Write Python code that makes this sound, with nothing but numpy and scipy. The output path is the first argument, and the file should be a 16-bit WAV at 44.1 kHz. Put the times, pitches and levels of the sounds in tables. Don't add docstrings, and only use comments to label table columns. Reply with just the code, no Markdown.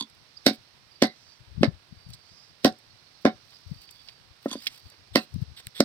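import sys
import numpy as np
from scipy import signal
from scipy.fft import rfft, irfft
from scipy.io import wavfile
from scipy.ndimage import uniform_filter1d

SR = 44100
rng = np.random.default_rng(int(sys.argv[2]) if len(sys.argv) > 2 else 0)


def rack_gain(trim_db):
    fader = np.asarray(trim_db, float)
    return 10 ** (fader / 20)


def pcm_store(signal):
    levels = np.round(np.clip(np.atleast_2d(signal), -1, 1) * 32767)
    wavfile.write(sys.argv[1], SR, levels.astype(np.int16).T)


N = 257544
TIME = np.arange(N) / SR
RING = TIME[:SR // 4]

# time steel meets block in s, thump in dB, edge click in dB, stand ring in dB,
# share sent to the walls in dB.
CHOP_BLOWS = [
    (0.4673, -7.5, -20, -27, -1.5),
    (1.0249, -6.5, -18, -25, -1),
    (1.6336, -6, -19, -41, -4),
    (2.6502, -6, -19.5, -20, 1),
    (3.2545, -5.5, -17, -21.5, 0),
    (5.1593, -9, -15, -31, -2.5),
    (5.806, -6.5, -18, -41, -9.5),
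]
# frequency in Hz, level in dB, t60 in s.
BLADE_MODES = [(1001, -5.5, 0.13), (2600, -41.5, 0.016), (3450, 5, 0.022), (3660, -5, 0.037),
               (4510, -3, 0.05), (4700, -14, 0.036), (6315, 18.5, 0.028), (7780, 8.5, 0.027),
               (9100, -3, .05), (9000, -27, .05), (10660, 14, 0.031), (12800, 4, 0.017), (14260, -5, .04)]


def curve(table, hz):
    f, db = np.transpose(table)
    return np.interp(np.log(hz + 1), np.log(f), db)


def colour(x, table):
    cepstrum = irfft(np.log(rack_gain(curve(table, np.fft.rfftfreq(4096, 1 / SR)))))
    cepstrum[1:2048] *= 2
    cepstrum[2049:] = 0
    return signal.fftconvolve(x, irfft(np.exp(rfft(cepstrum))))[:N]


def band(x, hz, width):
    edges = [hz / width, min(hz * width, .45 * SR)]
    return signal.sosfilt(signal.butter(2, edges, "band", fs=SR, output="sos"), x)


def unit(x):
    return x / np.sqrt(np.mean(x ** 2))


def add(out, s, x):
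    i = max(int(s * SR), 0)
    out[i:i + len(x)] += x[:N - i]


def ring(modes):
    return sum(rack_gain(db) * np.cos(2 * np.pi * hz * RING) * 1000 ** (-RING / t60) for hz, db, t60 in modes)


def grit(count, spread_db):
    draw = rng.standard_normal(count) * rack_gain(spread_db * rng.exponential(size=count))
    return unit(draw)


def push(out, s, db, ms):
    u = (RING[:400] - RING[200]) / (ms * 3.2e-4)
    add(out, s - RING[200], rack_gain(db) * (1 - 0.89 * u ** 2) * np.exp(-u ** 2 / 2))


def air(level_db=-56):
    # frequency in Hz, level in dB.
    air_gain = [(30, -34.5), (60, 1), (110, 12), (200, 1.5), (500, 0.5), (1200, 3), (2500, -2), (4500, -8),
                (6000, -17), (9000, -22.5), (16000, -24.5)]
    # frequency in Hz, level in dB.
    left_shade = [(300, -2), (700, -2), (1300, -6), (2500, -2), (4500, -3.5), (7000, 10.5)]
    low = signal.butter(1, 700, fs=SR, output="sos")
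    shared = signal.sosfilt(low, rng.standard_normal(N))
    pair = [shared + (n - 0.31 * signal.sosfilt(low, n)) for n in rng.standard_normal((2, N))]
    sway = rack_gain(1.0 * unit(band(rng.standard_normal(N), 3.5, 18.0)))
    left = colour(colour(pair[0], air_gain), left_shade)
    return rack_gain(level_db) * sway * np.array([left, colour(pair[1], air_gain)])


def insects(left_db=-5):
    # start in s, length in s, frequency in Hz, level in dB.
    near_songs = [(0.363, 0.022, 4850, -54), (0.905, 0.03, 4830, -61), (.935, 0.056, 4700, -65),
                  (1.254, .1, 4700, -64.5), (1.896, 0.45, 4660, -68.5), (2.23, 0.33, 4830, -67),
                  (2.299, 0.17, 5070, -68), (3.535, 0.04, 4860, -59), (3.647, 0.57, 4640, -64.5),
                  (3.944, 0.089, 3415, -66), (4.552, 0.058, 4720, -55.5), (4.607, 0.067, 4970, -57),
                  (4.701, 0.29, 4600, -67.5)]
    # time in s, level in dB.
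    chorus_level = [
        (0.0, -74),
        (0.44, -68),
        (0.8, -72.5),
        (1.89, -73.5),
        (3.17, -70),
        (3.61, -68.5),
        (4.36, -72.5),
        (4.65, -69),
        (4.96, -71),
        (5.84, -70),
    ]
    song_width_hz = 70
    songs = [(s, length, hz, song_width_hz, db) for s, length, hz, db in near_songs]
    songs += [(2.9 + k * .081, .03, 4300, song_width_hz, -66) for k in range(4)]
    songs += [(s, 0.31, 6200, 1300, -63.5) for s in (1.1, 2.212)]
    out = np.zeros(N)
    for s, length, hz, width_hz, db in songs:
        t = TIME[:int(length * SR)]
        span = SR / width_hz / 2
        tremble = uniform_filter1d(rng.standard_normal((2, SR)), int(span))[:, :len(t)] * np.sqrt(span)
        voice = (0.38 + tremble[0]) * np.cos(2 * np.pi * hz * t) + tremble[1] * np.sin(2 * np.pi * hz * t)
        add(out, s, rack_gain(db) * np.sin(np.pi * t / length) ** .5 * voice)
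    swell = rack_gain(np.interp(TIME, *np.transpose(chorus_level)) + 4.5)
    chorus = [swell * unit(band(rng.standard_normal(N), 5000, 1.35)) for _ in range(2)]
    return (out + np.array(chorus)) * rack_gain(np.array([[left_db], [0]]))


def wind(bed_db=-62, gust_db=-14, rough=0.47):
    # time in s, peak in dB, length in ms.
    puffs = [(1.426, -43, 18), (1.488, -37.5, 17.5), (1.523, -34, 27), (1.559, -29, 10),
             (1.584, -15.5, 9.1), (1.614, -10.5, 4.5), (1.685, -16, 15.4), (1.739, -34.5, 37),
             (1.927, -31, 4.2), (1.978, -42, 12), (2.069, -33.5, 5.4), (2.102, -25.5, 9.6),
             (2.146, -35, 5.4), (2.337, -45, 12.5), (3.672, -34, 19.6), (3.719, -19.5, 6.8),
             (3.777, -43.5, 49), (4.311, -41.5, 16), (4.862, -34, 14), (5.021, -43.5, 14),
             (5.132, -32.5, 25), (5.345, -24, 21), (5.363, -18.5, 5.06), (5.396, -25.5, 16),
             (5.425, -18.5, 9.9), (5.495, -31.5, 44), (5.521, -33.5, 10.5), (5.671, -31.5, 8.8)]
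    out, gust = np.zeros(N), np.zeros(N)
    u = RING[:4000] - RING[2000]
    for (s, db, ms), turn in zip(puffs, rng.random(len(puffs))):
        hz = 124 + 1.86 * db + 168 / ms
        swell = rack_gain(db) * np.exp(-(u / (ms * 7e-4)) ** 2)
        ragged = unit(band(band(rng.standard_normal(len(u)), 1.37 * hz, 1.04), 1.43 * hz, 1.45))
        add(out, s - RING[2000], swell * (np.cos(2 * np.pi * (hz * u + turn)) + rough * ragged))
        add(gust, s - RING[2000], rack_gain(db + gust_db) * np.exp(-(u / 0.02) ** 2))
    flutter = unit(band(rng.standard_normal(N), 4, 3.0))
    out = out + rack_gain(-66 + 3.5 * flutter) * unit(band(rng.standard_normal(N), 42, 1.3))
    return out + (gust + rack_gain(bed_db + 4.8 * flutter)) * unit(band(rng.standard_normal(N), 85, 1.4))


def blade():
    # start in s, level in dB, length in ms, treble in dB.
    taps = [
        (0, -35.5, 19, -12),
        (.0085, -27.5, 8.4, -20.5),
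        (0.023, -36.5, 11.4, -17),
        (0.035, -47, 6, -25),
        (4.483, -42.5, 67, -9),
        (4.513, -36.5, 5, -12.5),
        (4.516, -43, 34, -6),
        (4.527, -31.5, 31, -8.5),
    ]
    out = np.zeros(N)
    for s, db, ms, treble_db in taps:
        phase = RING * 4000 / ms
        swell = rack_gain(db) * phase * np.exp(1 - phase)
        modes = [(hz * (1 + 0.0096 * rng.standard_normal()), g + treble_db * (hz > 5500), t60)
                 for hz, g, t60 in BLADE_MODES]
        add(out, s, swell * (ring(modes) + rack_gain(-12) * band(grit(len(RING), 2.0), 3300, 2.5)))
    return out


def block(blows, ring_db=-27, edge_db=-28, detune=0.05, scatter_db=2.0, damping=0.44):
    # frequency in Hz, level in dB, t60 in s.
    wood_modes = [(205, -14, 0.01), (225, -7.5, 0.083), (269, -7.5, 0.071), (312, -23.5, 0.12),
                  (430, -17.5, 0.013), (561, -12.5, 0.055), (670, -26.5, 0.069)]
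    # frequency in Hz, level in dB, t60 in s.
    edge_modes = [(812, -4.5, 0.05), (1034, 0, 0.05), (1330, -11, 0.068), (1540, -6, 0.015),
                  (1803, -3.5, 0.11), (2050, -24, 0.15), (2718, -12.5, 0.0066)]
    out = np.zeros(N)
    spots = rng.standard_normal((len(blows), 2, 2 * len(edge_modes)))
    for (s, db, ms, click_db), spot in zip(blows, spots):
        force, edge = np.zeros(len(RING)), np.zeros(len(RING))
        push(force, .01, db, ms)
        push(edge, .01 - .0004, click_db, 0.55)
        upper = [(hz * (1 + detune * a), g + scatter_db * b, damping * t60)
                 for (hz, g, t60), a, b in zip(edge_modes + edge_modes, *spot)]
        body = rack_gain(ring_db) * signal.fftconvolve(force, ring(wood_modes))
        body = body + rack_gain(edge_db) * signal.fftconvolve(edge + .15 * force, ring(upper))
        add(out, s - .01, force + edge + body[:len(RING)])
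    return out


def handling(snap=0.98, wide=1.75):
    # time in s, peak in dB, centre in Hz, length in ms.
    ticks = [(.089, -54, 8600, 1.5), (0.099, -45, 6950, 1.6), (1.071, -37, 7500, 2.5),
             (3.587, -54, 9000, 1), (3.522, -52, 2500, 3), (3.91, -40, 8000, 5.5), (5.415, -53, 9000, 6.2),
             (4.655, -46, 9000, 1.5), (.1482, -50, 11000, 1.2), (2.1035, -41, 8000, 1.2),
             (2.1339, -38.5, 5850, 10), (2.7243, -41, 6300, 2.6), (2.785, -50.5, 9000, 6.9),
             (3.4417, -58, 12030, 1.3), (3.505, -50.5, 6900, 2), (3.6072, -52, 13000, 0.93),
             (3.6761, -51.5, 9900, 1), (3.567, -48, 3780, 1.33), (3.8174, -45, 8333, 2),
             (3.8547, -48, 13500, 0.85), (3.891, -37, 3660, 2.1), (3.9083, -40, 11020, 4),
             (4.086, -36, 3300, 5.4), (4.66, -33.5, 4500, 2), (4.66, -39, 11000, 2.05),
             (4.6684, -19.5, 3700, 7.5), (4.669, -25.5, 11120, 4.6), (4.6682, -18.5, 2600, 4.1),
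             (4.9003, -42.5, 9000, 2.9), (5.3405, -43, 8650, 3.5), (5.5639, -56, 8000, 1.2),
             (5.574, -42, 3500, 4), (5.669, -21.5, 10200, 0.6), (5.67, -19, 2600, 0.38)]
    # start in s, length in s, level in dB, centre in Hz.
    drags = [(3.8, 0.063, -59, 5500), (3.619, 0.23, -67, 9000), (3.92, 0.075, -64, 9940),
             (4.4, 0.103, -58, 5200), (4.46, 0.076, -57, 3300), (4.58, 0.13, -51, 4600),
             (4.659, 0.13, -57.5, 2600), (4.69, 0.122, -56, 8100), (4.751, 0.24, -67.5, 7100),
             (5.4, 0.043, -62, 10630), (5.575, 0.045, -54, 2400), (3.4, .24, -67, 10000),
             (3.94, .24, -67, 8000), (3.2, .04, -62.5, 11000), (5.6, 0.13, -65, 7600),
             (5.25, 0.21, -69, 8500), (2.08, 0.043, -57.5, 9900), (2.12, .04, -56, 5000),
             (4.06, .06, -58, 1500), (3.5, .05, -60, 1200), (4.9, .06, -62, 600), (5.19, .075, -54, 5000),
             (.51, .06, -53, 4000), (4.47, .09, -56, 1800), (3.8, 0.034, -57, 10960),
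             (5.77, 0.04, -54, 2520)]
    # start in s, end in s.
    rustles = [
        (3.42, 4.15),
        (4.5, 4.95),
    ]
    rustle_per_s = 45
    stray = [(a + (b - a) * when, -67 + 3.5 * -np.log(size), 10500 * (.7 + .6 * pitch), 1.2)
             for a, b in rustles for when, size, pitch in rng.random((int(rustle_per_s * (b - a)), 3))]
    out = np.zeros(N)
    t = RING[:2000]
    for s, db, hz, ms in ticks + stray:
        burst = np.exp(-t / (ms * 0.00086)) * rng.standard_normal(len(t))
        burst = burst + snap * np.sqrt(SR / hz) * (t == 0)
        add(out, s, rack_gain(db) * band(band(burst, hz, wide), hz, wide))
    for s, length, db, hz in drags:
        swell = np.sin(np.pi * np.clip(RING / length, 0, 1)) ** 1.6
        swell = swell * rack_gain(3.4 * unit(band(rng.standard_normal(len(RING)), 54, 1.57)))
        add(out, s, rack_gain(db) * swell * unit(band(grit(len(RING), 2.0), hz, 3.8)))
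    return out


def scrape(damping=0.22, treble_db=-10):
    # start in s, length in s, level in dB.
    scrapes = [
        (4.479, 0.15, -56.5),
    ]
    # start in s, length in s, level in dB.
    rubs = [
        (5.563, .045, -50),
        (5.748, 0.064, -46),
        (5.134, .024, -52),
        (.448, .016, -56),
        (1.615, .018, -56),
        (2.634, .013, -54),
    ]
    # frequency in Hz, level in dB, t60 in s.
    rub_modes = [(2000, -2, 0.0034), (3500, 1, .006), (4300, -10, 0.0031), (8200, -1.5, 0.0053),
                 (11400, -5, 0.0071), (14000, -8, .003)]
    out = np.zeros(N)
    steel = ring([(hz, db + treble_db * (hz > 5500), damping * t60) for hz, db, t60 in BLADE_MODES[1:]])
    for table, body in ((scrapes, steel), (rubs, ring(rub_modes))):
        for s, length, db in table:
            rub = unit(signal.fftconvolve(grit(len(RING), 1.7), body)[:len(RING)])
            add(out, s, rack_gain(db) * np.sin(np.pi * np.clip(RING / length, 0, 1)) ** 0.36 * rub)
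    return out


def bone(debris_s=0.029, swish_db=-33, steel_db=-36):
    # time in s, level in dB, length in ms, centre in Hz, patter in dB.
    cracks = [(0.4634, -15.5, 3.9, 5900, -14.5), (0.465, -11, 3.9, 4660, -32), (0.4762, -28, 1.2, 3500, -9),
              (1.0205, -19.5, 2.2, 2970, -21.5), (1.0222, -15.5, 2.4, 5600, -19.5),
              (1.0245, -15, 1.2, 4160, -31.5), (1.6322, -23, 4, 2100, -21.5), (1.6326, -28, 3, 5000, -18.5),
              (1.6328, -42, 1.8, 11000, -24), (1.6432, -33, 3, 4195, -29.5),
              (2.6466, -12, 2.1, 5300, -24.5), (2.647, -22.5, 1.8, 13500, -24.5),
              (3.2515, -30, 5.3, 5000, -18), (3.253, -24, 3, 2600, -16.5),
              (5.1544, -25.5, 6.3, 3500, -23.5), (5.157, -11.5, 2.5, 4266, -30),
              (5.1578, -19.5, 2, 8530, -19.5), (5.804, -14, 4.5, 5505, -45), (5.8145, -42, 2.7, 4265, -20)]
    # frequency in Hz, level in dB.
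    crack_gain = [(300, -32), (1000, -3), (2000, 5.5), (4000, -3), (6000, -0.5), (9000, -6), (13000, 0.5),
                  (17000, -2.5)]
    # frequency in Hz, level in dB, t60 in s.
    steel_modes = [(2100, 0, 0.018), (2970, -7, 0.006), (3900, -1, 0.016), (4657, -7, 0.02),
                   (5175, -4, 0.005)]
    wide, rise_s = 4.0, 0.00077
    out, t = np.zeros(N), RING - RING[2000]
    for s, db, ms, hz, debris_db in cracks:
        shape = np.exp(-(t / (ms * 0.00098)) ** 2) + rack_gain(debris_db) * np.exp(-(t / debris_s) ** 2)
        shape = shape * np.exp(np.minimum(t, 0) / rise_s)
        shape = shape + rack_gain(swish_db) * np.exp(t.clip(max=0) / 0.009) * (t < 0)
        burst = unit(shape * grit(len(RING), 2.6)) * np.sqrt(np.mean(shape ** 2))
        broad = band(band(burst, hz / 1.5, wide), hz / 1.5, wide)
        add(out, s - RING[2000], rack_gain(db) * (0.55 * broad + band(burst, hz, 1.5)))
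    out = colour(out, crack_gain)
    return out + rack_gain(steel_db) * signal.fftconvolve(out, ring(steel_modes))[:N]


def stand():
    # frequency in Hz, level in dB, rise in s.
    frame_modes = [(743, -3.5, 0.013), (784, -10.5, 0.0082), (1133, -17, 0.01)]
    out = np.zeros(N)
    drone = sum(rack_gain(db) * RING / rise * np.exp(1 - RING / rise) * np.sin(2 * np.pi * hz * RING)
                for hz, db, rise in frame_modes)
    for s, _, _, stand_db, _ in CHOP_BLOWS:
        add(out, s, rack_gain(stand_db) * drone)
    return out


def hum(steady=.4):
    # start in s, frequency in Hz, level in dB, t60 in s.
    tones = [(.468, 1050, -26, .07), (.472, 2200, -34, .15), (.472, 3850, -38, .15), (.472, 4610, -38, .15),
             (.472, 5300, -42, .13), (.47, 8350, -54, .2), (1.026, 1000, -30, .06), (1.028, 2030, -33, .2),
             (1.028, 3950, -37, .2), (1.028, 4600, -37, .15), (1.028, 1520, -44, .15),
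             (1.635, 1100, -36, .06), (1.634, 2120, -29, .09), (1.634, 3940, -36, .09),
             (1.634, 4700, -37, .1), (2.648, 1040, -22, .06), (2.651, 1850, -36, .12),
             (2.655, 3900, -44, .15), (2.655, 4800, -42, .13), (2.653, 8130, -54, .2),
             (3.254, 1030, -27, .06), (3.257, 1860, -28, .09), (3.26, 2170, -34, .13),
             (3.257, 2950, -42, .12), (3.257, 3750, -42, .15), (3.257, 5100, -42, .1),
             (5.157, 1030, -23, .07), (5.161, 1800, -38, .1), (5.159, 2660, -34, .16),
             (5.157, 4110, -33, .15), (5.161, 4840, -42, .12), (5.161, 7900, -48, .2),
             (5.804, 2100, -27, .05), (5.807, 1400, -36, .07), (4.458, 1250, -33, .05),
             (4.5, 1500, -46, .15), (4.668, 2150, -29, .04)]
    width, rise_s = .075, .003
    out = np.zeros(N)
    for s, hz, db, t60 in tones:
        count = int(SR / (width * hz) / 2)
        noise = rng.standard_normal((2, len(RING)))
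        a, b = uniform_filter1d(uniform_filter1d(noise, count), count) * np.sqrt(count)
        voice = (steady + a) * np.cos(2 * np.pi * hz * RING) + b * np.sin(2 * np.pi * hz * RING)
        add(out, s, rack_gain(db) * (1 - np.exp(-RING / rise_s)) * 1000 ** (-RING / t60) * voice)
    return out


def yard(near, wet, level_db=-36, start_s=0.0018, hold_s=0.032, far_db=-16):
    # delay in ms, level in dB.
    echoes = [(7.5, -13.5), (11.8, -8), (18, -15), (22, -22.5), (26, -39), (31.3, -23)]
    # centre in Hz, level in dB, t60 in s.
    scatter = [(152.6, -2.5, 0.17), (450, -4, 0.22), (1259, 3, .09), (3500, 3, 0.071), (8000, -3, 0.055),
               (14100, -8.5, .09)]
    far_t60_s = 0.28
    out = []
    shared = rng.standard_normal(len(RING))
    for port_ms in (0, .35):
        own, tail, echo = rng.standard_normal(len(RING)), 0, np.zeros(len(RING))
        for k, (ms, db) in enumerate(echoes):
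            echo[int((ms + (-1) ** k * port_ms) * SR / 1000)] = rack_gain(db)
        for hz, db, t60 in scatter:
            fade = 1000 ** (-np.maximum(RING - hold_s, 0) / t60 - RING / 0.3)
            fade = fade + rack_gain(far_db) * 1000 ** (-RING / far_t60_s)
            mix = min(hz / 1100, .95)
            noise = band(np.sqrt(1 - mix ** 2) * shared + mix * own, hz, 1.7)
            tail = tail + rack_gain(db) * np.clip(RING / start_s, 0, 1) ** 2 * fade * noise
        tail = tail * rack_gain(3.0 * unit(band(rng.standard_normal(len(RING)), 120, 2.0)))
        out.append(near + signal.fftconvolve(wet, echo + rack_gain(level_db) * tail)[:N])
    return np.array(out)


def scene():
    # time in s, level in dB, contact in ms, edge click in dB.
    knock_blows = [
        (.012, -41, 2.8, -52),
        (0.026, -46.5, 2.5, -72),
        (.5096, -28.5, 2.4, -54.5),
        (1.683, -52.5, 1.13, -114),
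        (4.4593, -18, 1.5, -31),
        (4.516, -40, 2.5, -39),
        (4.532, -32.5, 0.7, -69),
        (4.555, -30, 1.75, -44.5),
        (4.668, -52.5, 2.1, -73),
        (5.836, -45, 1.7, -72),
    ]
    # time in s, level in dB, contact in ms.
    flesh_slaps = [
        (.4605, -34, 2.0),
        (1.0197, -27, 1.7),
        (1.6283, -25, 2.2),
        (2.643, -34, 1.8),
        (3.2495, -25, 1.7),
        (5.1535, -28, 1.7),
        (5.8005, -28, 2.6),
    ]
    # frequency in Hz, level in dB.
    wall_gain = [(200, 0.5), (600, -2), (1300, 0), (2100, 1), (3000, -5.5), (4300, 1), (6000, -2),
                 (12000, -2)]
    contact_ms = 1.408
    thumps = [(s, db, contact_ms, click_db) for s, db, click_db, _, _ in CHOP_BLOWS]
    slaps = [(s, db, ms, db - 20) for s, db, ms in flesh_slaps]
    heavy = block(thumps + slaps) + bone()
    knocks = band(band(block(knock_blows), 520, 3.6), 520, 3.8)
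    light = knocks + blade() + scrape()
    walls_db = np.interp(TIME, [row[0] for row in CHOP_BLOWS], [row[4] for row in CHOP_BLOWS])
    near = heavy + light + stand() + hum() + handling()
    wet = colour(heavy, wall_gain) * rack_gain(walls_db) + rack_gain(-11.0) * light
    sound = yard(near, wet) + insects() + air()
    sound[0] += wind()
    return sound


def low_pass(x):
    return signal.sosfilt(signal.butter(12, 16830, fs=SR, output="sos"), x)


def record(dry):
    # frequency in Hz, level in dB.
    left_gain = [(40, -12), (150, 0), (4500, 0), (5500, -6), (6500, -5.5), (7500, -2), (8200, 5), (9000, 0),
                 (12000, -1), (15800, -4), (16500, -30)]
    # frequency in Hz, level in dB.
    right_gain = [(40, -12), (150, .5), (700, 1.5), (1300, 2.5), (2400, 7), (4300, 11.5), (5400, 10),
                  (6200, 1), (7000, -11), (8300, -15), (10500, -16), (12500, -12), (14500, -5), (15800, -5),
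                  (16500, -30)]
    pole = signal.butter(2, 1500, fs=SR)[1]
    right = signal.lfilter(pole[::-1], pole, colour(dry[1], right_gain))
    ports = np.array([colour(dry[0], left_gain), right])
    ports[0] = np.roll(ports[0], 6)
    ports = ports + rack_gain(-85.0) * rng.standard_normal(dry.shape)
    return low_pass(0.91 * np.tanh(ports / 0.94))


dry = scene()
out = record(dry)
pcm_store(out)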